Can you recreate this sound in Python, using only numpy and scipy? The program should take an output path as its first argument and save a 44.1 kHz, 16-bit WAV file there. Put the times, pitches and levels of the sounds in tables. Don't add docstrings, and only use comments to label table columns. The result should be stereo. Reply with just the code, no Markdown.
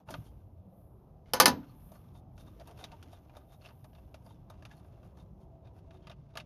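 import sys
import numpy as np
from scipy import signal
from scipy.fft import rfft, irfft, next_fast_len
from scipy.io import wavfile

SR = 44100
rng = np.random.default_rng(int(sys.argv[2]) if len(sys.argv) > 2 else 0)


def store_wav(level_fs):
    pcm = np.round(np.clip(np.atleast_2d(level_fs), -1, 1) * 32767)
    wavfile.write(sys.argv[1], SR, pcm.T.astype(np.int16))


N = 284445
T = np.arange(N) / SR


def from_db(db):
    return np.exp(np.asarray(db) * np.log(10) / 20)


def rms_one(x):
    return x / np.sqrt(np.mean(x ** 2) + 1e-20)


def in_time(curve):
    return np.interp(T, *np.transpose(curve))


def at_hz(curve, hz):
    points_hz, values = np.transpose(curve)
    return np.interp(np.log(hz), np.log(points_hz), values)


def drift(corner_hz):
    r = np.exp(-2 * np.pi * corner_hz * 40 / SR)
    noise = rng.standard_normal(N // 40 + 2002)
    slow = signal.lfilter([1], [1, -2 * r, r * r], noise)[2000:]
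    return np.interp(np.arange(N) / 40, np.arange(len(slow)), rms_one(slow))


def resonance(x, hz, width_hz):
    r = np.exp(-np.pi * width_hz / SR)
    poles = [1, -2 * r * np.cos(2 * np.pi * hz / SR), r * r]
    return signal.lfilter(np.array([1, 0, -1]) * (1 - r * r) / 2, poles, x)


def ring_width(t60):
    return np.log(1000) / np.pi / t60


def ring(clicks, hz, t60):
    r, w = from_db(-60 / (t60 * SR)), 2 * np.pi * hz / SR
    return signal.lfilter([0, np.sin(w)], [1, -2 * r * np.cos(w), r * r], clicks)


def tilt(hz, bass_db, treble_db):
    octaves = np.log2(hz / 3000)
    if octaves < 0:
        return bass_db * min(-octaves / 2, 1)
    return treble_db * min(octaves / 2, 1)


def lean(balance, hz):
    half_db = at_hz(balance, hz) / 2
    return from_db([[half_db], [-half_db]])


def rise_s(hz):
    return 0.0017 * (500 / hz) ** 2


def favour(hz, pitches_hz):
    width_octaves = 0.085
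    return np.exp(-(np.log2(hz / pitches_hz) / width_octaves) ** 2).max(axis=1)


def decays(blows, hz, t60s, length):
    power = np.zeros(length)
    for (s, db, bass_db, treble_db, *_), t60 in zip(blows, t60s):
        start = round(s * SR)
        t = T[:min(int(.4 * SR), int(1.5 * t60 * SR))]
        dying = from_db(db + tilt(hz, bass_db, treble_db) - 60 * t / t60)
        building = 1 - np.exp(-t / rise_s(hz))
        power[start:start + len(t)] += ((dying * building) ** 2)[:length - start]
    return power


def bands(source, envelope, spectrum, likeness, balance):
    low_hz, high_hz = spectrum[0][0], spectrum[-1][0]
    edges = 25 * 2 ** (np.arange(30) / 3)
    edges = edges[(edges > low_hz * 1.2) & (edges < high_hz * 1.05)]
    centres = np.sqrt(edges[1:] * edges[:-1])
    power = np.sum(from_db(at_hz(spectrum, centres)) ** 2 * np.diff(edges)) / (SR / 2)
    out = 0
    for k, hz in enumerate(centres):
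        sos = signal.butter(2, edges[k:k + 2], "band", fs=SR, output="sos")
        mid, side = signal.sosfilt(sos, source[k % 2] * envelope(hz) + 1e-18)
        alike = np.clip(at_hz(likeness, hz), -1, 1)
        pair = np.sqrt(1 + alike) * mid + np.sqrt(1 - alike) * side * [[1], [-1]]
        out = out + from_db(at_hz(spectrum, hz)) * pair * lean(balance, hz)
    return out / np.sqrt(2 * power)


def struck(blows, modes, level_db, spread_db, likeness, balance, length):
    out = np.zeros((2, length))
    strengths = rng.normal(0, 1, (len(blows), len(modes)))
    starts = np.round(blows[:, 0] * SR).astype(int)
    for k, (hz, db, t60) in enumerate(modes):
        tilt_db = tilt(hz, blows[:, 2], blows[:, 3])
        clicks = np.full(length, 1e-18)
        clicks[starts] = from_db(blows[:, 1] + tilt_db + level_db(hz) + db + spread_db * strengths[:, k])
        build_up = min(np.log(1000) * rise_s(hz), t60 / 2)
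        sound = ring(clicks, hz, t60) - ring(clicks, hz, build_up)
        lag = round(np.arccos(np.clip(at_hz(likeness, hz), -1, 1)) / (2 * np.pi * hz) * SR)
        out += np.array([sound, np.roll(sound, lag)])[::(-1) ** k] * lean(balance, hz)
    return out


# start in seconds, level in dB, bass in dB re level,
# treble in dB re level, ring length as a factor, low pitch in Hz, high pitch in Hz.
BOUNCES = [(1.2582, -58, -6, -28, 18, 860, 2170), (1.335, -15, -1, 0.5, 1.57, 500, 869),
           (1.3616, -34, 0, -8, 5, 1240, 3500), (1.3686, -30.5, 2, -12, 0.87, 860, 1480),
           (1.4, -1.5, -4.5, 0, 1.5, 870, 1186), (1.414, -19.5, -4, -11.5, 1, 520, 680),
           (1.4214, -17, -4, -5, 1.8, 1491, 4700), (1.4327, -19, 1.5, -10, 0.36, 520, 380),
           (1.457, -2.5, -5, -2.5, 1.7, 880, 5230), (1.4795, -16.5, -1.5, 0, 1.81, 987, 284),
           (1.5106, -34, 3, -17, 4, 1103, 1755)]
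# frequency in Hz, relative density in dB per Hz.
FRAME_SPECTRUM = [(71, -45), (120, -16), (279, -7.5), (413, -12), (518, -4.5), (1510, -8), (1640, -12),
                  (1750, -12), (3450, -15), (4700, -9), (7860, -14.5), (13200, -10.5), (16500, -40.5)]
# frequency in Hz, t60 in seconds.
FRAME_T60 = [(150, 0.21), (500, 0.12), (1500, 0.074), (4000, 0.063), (12000, 0.035)]
# frequency in Hz, relative level in dB, t60 in seconds.
SPANNER_MODES = [(201.4, -9.5, .3), (252, -11, 0.2), (284, -10, 0.22), (376, -9, 0.18), (476, -7, .1),
                 (515, 0, 0.12), (590, -10, 0.12), (675, -5, .08), (725, -8, .08), (806, -1, 0.1),
                 (880, 2, 0.045), (985, -1, 0.16), (1090, -9, 0.1), (1186, 0, .06), (1230, -4, .12),
                 (1477, -3, 0.12), (1725, -3, 0.04), (1762, -8, .15), (2130, -3, 0.06), (2640, -10, 0.12),
                 (3035, -1.5, 0.025), (3200, -6, 0.04), (3890, -6, 0.06), (4380, -7, 0.06), (4590, -4, .05),
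                 (4800, -3, 0.03), (5090, -3, 0.03), (5620, -9, 0.03), (6280, -6, 0.06), (6900, -7, 0.05),
                 (10070, -8, 0.02), (12200, -5, 0.02), (13000, -4, .02), (12390, -33, .33)]
# frequency in Hz, left-right likeness from -1 to 1.
FRAME_LIKENESS = [(100, 0.51), (300, 0.78), (1000, 0.099), (2000, 0.53), (5000, 0.61), (12000, 1)]
# frequency in Hz, left minus right in dB.
FRAME_BALANCE = [(60, 2), (180, 0.5), (550, 7), (1650, 3.5), (4970, 1.5), (15000, -0.5)]
FRAME_DB, CRACK_DB, CRACK_T60_S = -8, 6, .012
SPANNER_DB, BOUNCE_FAVOUR_DB = -15.5, 9
STRIKE_SPREAD_DB = 2.5
DENSE_RING_SHARE, RATTLE_DB = .85, -1


def spanner():
    length, blows = int(2.2 * SR), np.array(BOUNCES)

    def envelope(hz):
        dense_ring = decays(blows, hz, blows[:, 4] * at_hz(FRAME_T60, hz), length)
        crack = decays(blows, hz, [CRACK_T60_S] * len(blows), length)
        return from_db(FRAME_DB) * np.sqrt(dense_ring + from_db(CRACK_DB) ** 2 * crack)

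    def level_db(hz):
        return SPANNER_DB + BOUNCE_FAVOUR_DB * favour(hz, blows[:, 5:])

    noise = rng.standard_normal((2, 2, length))
    frame = bands(noise, envelope, FRAME_SPECTRUM, FRAME_LIKENESS, FRAME_BALANCE)
    rattle = 0
    for k, (hz, db, t60) in enumerate(SPANNER_MODES):
        rattle = rattle + (-1) ** k * from_db(db) * resonance(frame, hz, ring_width(t60))
    clear = struck(blows, SPANNER_MODES, level_db, STRIKE_SPREAD_DB, FRAME_LIKENESS, FRAME_BALANCE, length)
    out = DENSE_RING_SHARE * frame + from_db(RATTLE_DB) * rattle + clear
    return np.pad(out, ((0, 0), (0, N - length)))


# start in seconds, level in dB, pitch in Hz.
THUMPS = [(0.102, -40.5, 350), (0.123, -47, 280), (0.146, -46, 158), (.183, -33, 113.6),
          (1.341, -35.5, 215), (1.403, -33, 120), (1.445, -30, 240), (1.479, -23, 257), (1.501, -33.5, 193),
          (1.51, -32.5, 92.5), (1.579, -39.5, 170.5), (1.573, -37, 276)]
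# frequency in Hz, relative level in dB, t60 in seconds.
HOLLOW = [(85.62, -4.5, 0.27), (115, 1, 0.11), (150, 1.5, 0.17), (216, 3.5, 0.096), (254, -3.5, 0.28),
          (285.4, -9, 0.4), (348, -2.5, 0.097)]
PUSH_OCTAVES = 0.47


def thumps():
    out = np.zeros(N)
    click = np.eye(1, SR // 2)[0] + 1e-18
    for hz, mode_db, t60 in HOLLOW:
        soft = ring(click, hz, t60) * (1 - np.exp(-T[:len(click)] * hz * 2))
        for s, db, pitch_hz in THUMPS:
            start = round(s * SR)
            nearness = np.exp(-(np.log2(hz / pitch_hz) / PUSH_OCTAVES) ** 2)
            out[start:start + len(click)] -= from_db(db + mode_db) * nearness * soft
    return out


# middle in seconds, level in dB,
# bass in dB re level, treble in dB re level, low pitch in Hz, high pitch in Hz.
SCUFFS = [(0.095, -67.5, 22, 0, 925, 2570), (0.118, -53.5, 1, 15, 625, 4100),
          (0.17, -78, 2, -13, 686, 3230), (0.268, -64, -6, 16, 656, 3100), (1.295, -64, 3, 4, 857, 2140),
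          (1.64, -67, 1, -15, 1414, 2920), (1.695, -66, -3, 0, 1220, 4350),
          (1.955, -70, 11.5, 20, 1184, 4304), (2.169, -69.5, -1, 21.5, 652, 3620),
          (2.403, -61.5, -6, 14, 643, 3610), (2.475, -70, 12.5, 16, 609, 3620),
          (2.615, -72, 17, 14, 635, 3210), (2.688, -65.5, 13.5, 15, 920, 2710),
          (2.715, -77, 17, 4, 703, 3160), (2.77, -72, -2, 0, 730, 2660), (2.809, -56, 1.5, 13, 699, 3530),
          (2.836, -61, 8, 5, 650, 3640), (2.875, -68, -2, -2, 730, 2670), (2.926, -69.5, 19, -9, 930, 4430),
          (3.135, -64, -3, 13, 738, 3640), (3.355, -80, 26, 0, 663, 2380), (3.376, -68.5, 8, 12, 609, 3660),
          (3.413, -74.5, 14, 0, 1210, 3640), (3.51, -69, -9, -8, 731, 3610),
          (3.534, -67, 7, 17.5, 684, 3800), (3.63, -69.5, -5, 9, 920, 2700), (3.657, -56, 1, 6, 632, 2730),
          (3.704, -67.5, 9.5, 5, 914, 2760), (3.972, -71, -6, 7, 840, 2740),
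          (4.266, -75.5, 10.5, 26, 662, 4880), (4.31, -69, -19, 17, 787, 3646),
          (4.52, -76, 18, 1, 1260, 3650), (4.72, -60.5, 1, 6, 1700, 3405),
          (4.778, -72.5, 2.5, 22, 731, 4360), (4.87, -82, 3, 28, 716, 2870),
          (5.053, -73, 9.5, 16, 686, 2290), (5.2, -67, -1, 12, 703, 3590), (5.42, -74, -1, 13, 652, 3340),
          (5.663, -69.5, 2, -5, 693, 3600), (5.774, -76, 15, 19, 761, 2630),
          (5.95, -70.5, 10, 10, 678, 3650), (6.048, -65.5, -1.5, -10, 873, 3210),
          (6.11, -60.5, 5.5, -5, 660, 2640), (6.387, -55, 2.5, -8, 632, 3760)]
SCUFF_HALF_S, SCUFF_LENGTH_SLOPE = 0.017, 0.23


def swells(hz, boost_db):
    power = np.zeros(N)
    half = SCUFF_HALF_S * (hz / 3000) ** SCUFF_LENGTH_SLOPE
    for (s, db, bass_db, treble_db, *_), extra_db in zip(SCUFFS, boost_db + np.zeros(len(SCUFFS))):
        near = slice(max(int((s - 3 * half) * SR), 0), int((s + 3 * half) * SR))
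        bell = np.exp(-((T[near] - s) / half) ** 2)
        power[near] += from_db(db + extra_db + tilt(hz, bass_db, treble_db)) ** 2 * bell
    return power


FAINT_FROM_S, FAINT_TO_S, FAINT_TICKS = 1.9, 6.3, 16
FAINT_DB, FAINT_SPREAD_DB = -62.5, 3


def faint_ticks():
    when, pitch, size = rng.random((FAINT_TICKS, 3)).T
    flat = np.zeros(FAINT_TICKS)
    busy = np.cumsum((swells(3000, 0) > from_db(-170)) * (T > FAINT_FROM_S) * (T < FAINT_TO_S))
    s = np.searchsorted(busy, when * busy[-1]) / SR
    db = FAINT_DB + FAINT_SPREAD_DB * (2 * size - 1)
    return np.transpose([s, db, flat, flat, 650 * 2 ** (1.2 * pitch), 2400 * 2 ** pitch])


# frequency in Hz, relative level in dB, t60 in seconds.
NUT = [(647.3, 1.5, 0.035), (719, 0, 0.019), (913, -2.5, 0.045), (1228, -8, 0.023), (1430, -3.5, 0.022),
       (1680, -8, 0.027), (2130, -16, .04), (2447, -18, 0.04), (2690, -9.5, 0.014), (2830, -18, 0.0092),
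       (3180, -12, 0.027), (3644, -10.5, 0.024), (3840, -17, .04), (4350, -12, 0.029), (4725, -13.5, 0.046),
       (4880, -23, 0.015)]
# frequency in Hz, left minus right in dB.
TOUCH_BALANCE = [(60, -0.5), (240, -2), (950, 4), (3770, 2), (15000, -1.5)]
SCRAPE_DB, SCRAPE_FAVOUR_DB = 9, 14
CATCHES_PER_S, CATCH_SPREAD_DB = 600, 5


def scrapes():
    sizes = from_db(CATCH_SPREAD_DB * np.minimum(rng.exponential(1, N), 3))
    catches = rms_one((rng.random(N) < CATCHES_PER_S / SR) * rng.choice([-1, 1], N) * sizes)
    out = 0
    for hz, db, t60 in NUT:
        boost_db = SCRAPE_DB + db + SCRAPE_FAVOUR_DB * favour(hz, np.array(SCUFFS)[:, 4:])
        push = np.roll(catches, rng.integers(N)) * np.sqrt(swells(hz, boost_db))
        out = out + resonance(push + 1e-18, hz, ring_width(t60)) * lean(TOUCH_BALANCE, hz)
    return out


# start in seconds, level in dB,
# bass in dB re level, treble in dB re level, low pitch in Hz, high pitch in Hz.
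TICKS = [(0.088, -44, 0, -16, 1410, 2680), (0.106, -41, 0, 15.5, 650, 4130),
         (0.1405, -33, 0.5, -12, 1430, 3030), (1.918, -62, 16.5, 24, 690, 3620),
         (2.151, -61.5, 9, 2, 790, 3150), (2.3783, -52.5, -4.5, 8, 720, 2590),
         (2.598, -48, -12, 2.5, 970, 5230), (2.6738, -54, 3, 20, 900, 3710),
         (2.7104, -57.5, -13, 14, 690, 3160), (2.776, -54, -1, -3, 700, 2670),
         (2.792, -47.5, -9, -8, 1450, 3210), (2.8408, -32, -19, -0.5, 1200, 3715),
         (2.9182, -45, -8, -3, 940, 2640), (2.967, -64, -2, -13, 1220, 2670),
         (3.0271, -44.5, -19, 5.5, 1440, 2680), (3.131, -55, 5, 10, 730, 3620),
         (3.2956, -56, 2, -12, 730, 2393), (3.356, -61, 9, -8, 890, 2414),
         (3.3678, -55.5, 17.5, 19, 610, 3664), (3.527, -60, -3, -2, 690, 3770),
         (3.6108, -61, -1, -10, 620, 2706), (3.6593, -44, -11, -6, 610, 2690),
         (3.6874, -49, -3, -9, 820, 4380), (3.843, -54.5, 10, 13.5, 970, 4120),
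         (3.932, -60, -3, -8, 650, 2784), (3.9504, -55, -1, -3, 1030, 3600), (3.983, -63, 7, 0, 690, 2662),
         (4.1432, -44.5, -4, 3.5, 670, 2804), (4.263, -61, 13.5, 12.5, 680, 4870),
         (4.5, -53, 10.5, 16, 1200, 3704), (4.5025, -64, 20, -15, 1220, 684),
         (4.539, -61.5, 9, -5, 970, 2660), (4.624, -52.5, 3, 3, 1730, 2630),
         (4.652, -40.5, -3, 1, 2670, 3460), (4.713, -48, -10, -5, 1680, 3330),
         (4.8457, -61.5, 9, -14, 1150, 2070), (5.0302, -58.5, 4, -9.5, 680, 3030),
         (5.1712, -60.5, 10.5, 8, 750, 2293), (5.6543, -63.5, -7.5, -2, 690, 3630),
         (5.908, -49.5, -4.5, -10.5, 650, 2590), (5.9714, -62, -10, -18, 650, 2787),
         (6.0707, -40.5, -9, -8, 1230, 2690), (6.0975, -45.5, -4, -1, 1200, 3630),
         (6.115, -41.5, -12, -15, 650, 2550), (6.3392, -60, -1, -9.5, 900, 3500),
         (6.3545, -45, 7, 2, 2670, 3860), (6.359, -53, 11, -10, 690, 1220),
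         (6.3724, -27.5, -8, 0.5, 1590, 2650), (6.4005, -40, -12, -7, 3650, 2670),
         (6.405, -41, -9, -7, 4350, 2700)]
# time in seconds, level in dB.
RUSTLE = [(0, -70), (.07, -104), (.15, -65.5), (.3, -77), (.45, -85), (1.25, -88), (1.55, -66), (1.7, -74),
          (2.05, -73.5), (2.27, -87), (2.45, -72), (3.15, -69.5), (3.4, -81.5), (4.3, -75), (4.48, -82.5),
          (4.56, -73.5), (5.1, -77.5), (5.4, -84), (6.45, -77)]
# frequency in Hz, relative density in dB per Hz.
TOUCH_SPECTRUM = [(240, -49.5), (400, -12), (623, -10.5), (1120, -10), (1610, -8.5), (1880, -11),
                  (3850, -18.5), (6800, -18.5), (7440, -19.5), (12100, -28.5), (15500, -48)]
# frequency in Hz, left-right likeness from -1 to 1.
TOUCH_LIKENESS = [(400, 0.62), (1200, 0.86), (3000, 0.9), (6000, 0.8), (12000, 1)]
# frequency in Hz, width in Hz, level in dB.
BOX = [(600, 43, 9.5), (745, 160, 5.5), (865, 200, 0.5), (1192, 92, 8), (1562, 31, -3), (1952, 96, -0.5),
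       (2733, 270, -2.5), (2980, 210, 4.5), (3500, 350, -3.5), (4750, 210, 1), (5330, 70, -10)]
GRAINS_PER_S, GRAIN_SPREAD_DB = 3700, 1
TICK_DB, TICK_T60_S = -7, 0.065
TICK_CRACK_DB, TICK_CRACK_T60_S = -4, 0.0058
NUT_DB, FAVOUR_DB = -6, 13
TICK_SPREAD_DB = 3
SCUFF_HISS_DB = -6


def fingers():
    ticks = np.vstack([TICKS, faint_ticks()])
    sizes = from_db(GRAIN_SPREAD_DB * np.minimum(rng.exponential(1, N), 5))
    slips = (rng.random(N) < GRAINS_PER_S / SR) * sizes
    grain = rms_one(signal.lfilter([1], [1, -.9], slips)) ** 2
    rustle = from_db(in_time(RUSTLE) + 1.5 * drift(25)) ** 2

    def envelope(hz):
        t60 = TICK_T60_S * (3000 / hz) ** 0.036
        taps = from_db(TICK_DB) ** 2 * decays(ticks, hz, [t60] * len(ticks), N)
        snaps = from_db(TICK_CRACK_DB) ** 2 * decays(ticks, hz, [TICK_CRACK_T60_S] * len(ticks), N)
        return np.sqrt((rustle + swells(hz, SCUFF_HISS_DB)) * grain + taps + snaps)

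    def level_db(hz):
        return NUT_DB + FAVOUR_DB * favour(hz, ticks[:, 4:])

    noise = rng.standard_normal((2, 2, N))
    touches = bands(noise, envelope, TOUCH_SPECTRUM, TOUCH_LIKENESS, TOUCH_BALANCE)
    boxed = 0.62 * touches
    for k, (hz, width_hz, db) in enumerate(BOX):
        boxed = boxed + (-1) ** k * from_db(db) * resonance(touches, hz, width_hz)
    tapped = struck(ticks, NUT, level_db, TICK_SPREAD_DB, TOUCH_LIKENESS, TOUCH_BALANCE, N)
    return boxed + scrapes() + tapped


# time in seconds, level in dB.
SLIDE = [(0, -81), (.07, -106), (.15, -66), (.3, -79.5), (.62, -89), (.8, -75), (1.0, -84.5), (1.25, -90),
         (1.55, -82), (1.88, -66), (2.27, -91), (2.42, -77), (3.2, -80.5), (3.3, -81.5), (3.8, -74.5),
         (4.5, -89), (5.1, -86), (5.35, -90), (6.45, -99)]
# frequency in Hz, relative density in dB per Hz.
HISS_SPECTRUM = [(4410, -65.5), (7500, -37.5), (7730, -18), (11000, -12), (13300, 5), (14600, -6.5),
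                 (15500, -39)]


def sleeve():
    hiss_db = in_time(SLIDE)

    def envelope(hz):
        return from_db(hiss_db + 0.4 * drift(20))

    noise = rng.standard_normal((2, 2, N))
    return bands(noise, envelope, HISS_SPECTRUM, TOUCH_LIKENESS, TOUCH_BALANCE)


# frequency in Hz, relative density in dB per Hz.
TRAFFIC_SPECTRUM = [(15, -36), (25, -6.5), (133, -3.5), (199, -14), (376, -21), (444, -21.5), (589, -21),
                    (632, -20.5), (745, -19.5), (1080, -27.5), (1250, -35), (1450, -46), (1830, -58.5),
                    (3620, -57), (7000, -61), (9100, -86), (15400, -120)]
# time in seconds, level in dB.
TRAFFIC_LEVEL = [(0, -51), (.06, -60), (.09, -50), (.5, -54.5), (1.2, -54), (2.0, -53), (3.6, -54.5),
                 (4.6, -52.5), (6.45, -54)]
# frequency in Hz, left-right likeness from -1 to 1.
TRAFFIC_LIKENESS = [(60, 1), (150, 0.87), (380, 0.48), (950, -0.5), (2380, -0.42), (5980, 0.19),
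                    (15000, 0.19)]
# frequency in Hz, left minus right in dB.
TRAFFIC_BALANCE = [(60, 0), (380, -3), (2380, -1), (15000, 0.5)]
# frequency in Hz, width of each resonance in Hz, base level in dB.
DRONES = [(373, 8.3, -76.5), (663, 13, -76)]
# time in seconds, level in dB re base level.
DRONE_LEVEL = [(0, -4), (5.3, 0), (5.5, 12.5), (5.7, 4), (5.9, 9.5), (6.45, -1)]
EDGE_DIP_HZ, EDGE_DIP_WIDTH_HZ = 1600, 900
EDGE_DIP_DEPTH = .5


def traffic():
    together = drift(13.0)

    def envelope(hz):
        return from_db(0.38 * together + 2.5 * drift(2.2))

    noise = rng.standard_normal((2, 2, N))
    rumble = bands(noise, envelope, TRAFFIC_SPECTRUM, TRAFFIC_LIKENESS, TRAFFIC_BALANCE)
    dipped = rumble - EDGE_DIP_DEPTH * resonance(rumble, EDGE_DIP_HZ, EDGE_DIP_WIDTH_HZ)
    out = from_db(in_time(TRAFFIC_LEVEL)) * dipped
    for hz, width_hz, db in DRONES:
        tone = resonance(rng.standard_normal((2, N)), hz, width_hz)
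        tone = rms_one(resonance(tone, hz, width_hz))
        out = out + from_db(db + in_time(DRONE_LEVEL) + drift(1.3)) * tone
    return out


SOFT_TOP_HZ = 15000


def scene():
    top_cut = signal.cheby2(8, 30, SOFT_TOP_HZ, fs=SR, output="sos")
    soft = signal.sosfilt(top_cut, fingers() + sleeve())
    return spanner() + thumps() + soft + traffic()


# frequency in Hz, lead of the left port in radians.
PORT_PHASE = [(300, 0), (1720, .6), (5860, -.1), (7150, -2.4), (10400, -6), (12400, -6.6), (16000, -10)]
DIP_HZ, DIP_WIDTH_HZ, DIP_DEPTH = 8000, 700, 0.5
BASS_CUT_HZ, CUTOFF_HZ, CEILING = 38, 17150, .86


def record(dry):
    size = next_fast_len(N + 4096)
    lead = np.interp(np.arange(size // 2 + 1) * SR / size, *np.transpose(PORT_PHASE))
    left = irfft(rfft(dry[0], size) * np.exp(1j * lead), size)[:N]
    heard = np.array([left, dry[1]])
    heard = heard - DIP_DEPTH * resonance(heard, DIP_HZ, DIP_WIDTH_HZ)
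    rounded = CEILING * np.tanh(heard / CEILING)
    heard = signal.sosfilt(signal.butter(6, BASS_CUT_HZ, "high", fs=SR, output="sos"), rounded)
    return signal.sosfilt(signal.cheby2(18, 110, CUTOFF_HZ, fs=SR, output="sos"), heard)


dry = scene()
out = record(dry)
store_wav(out)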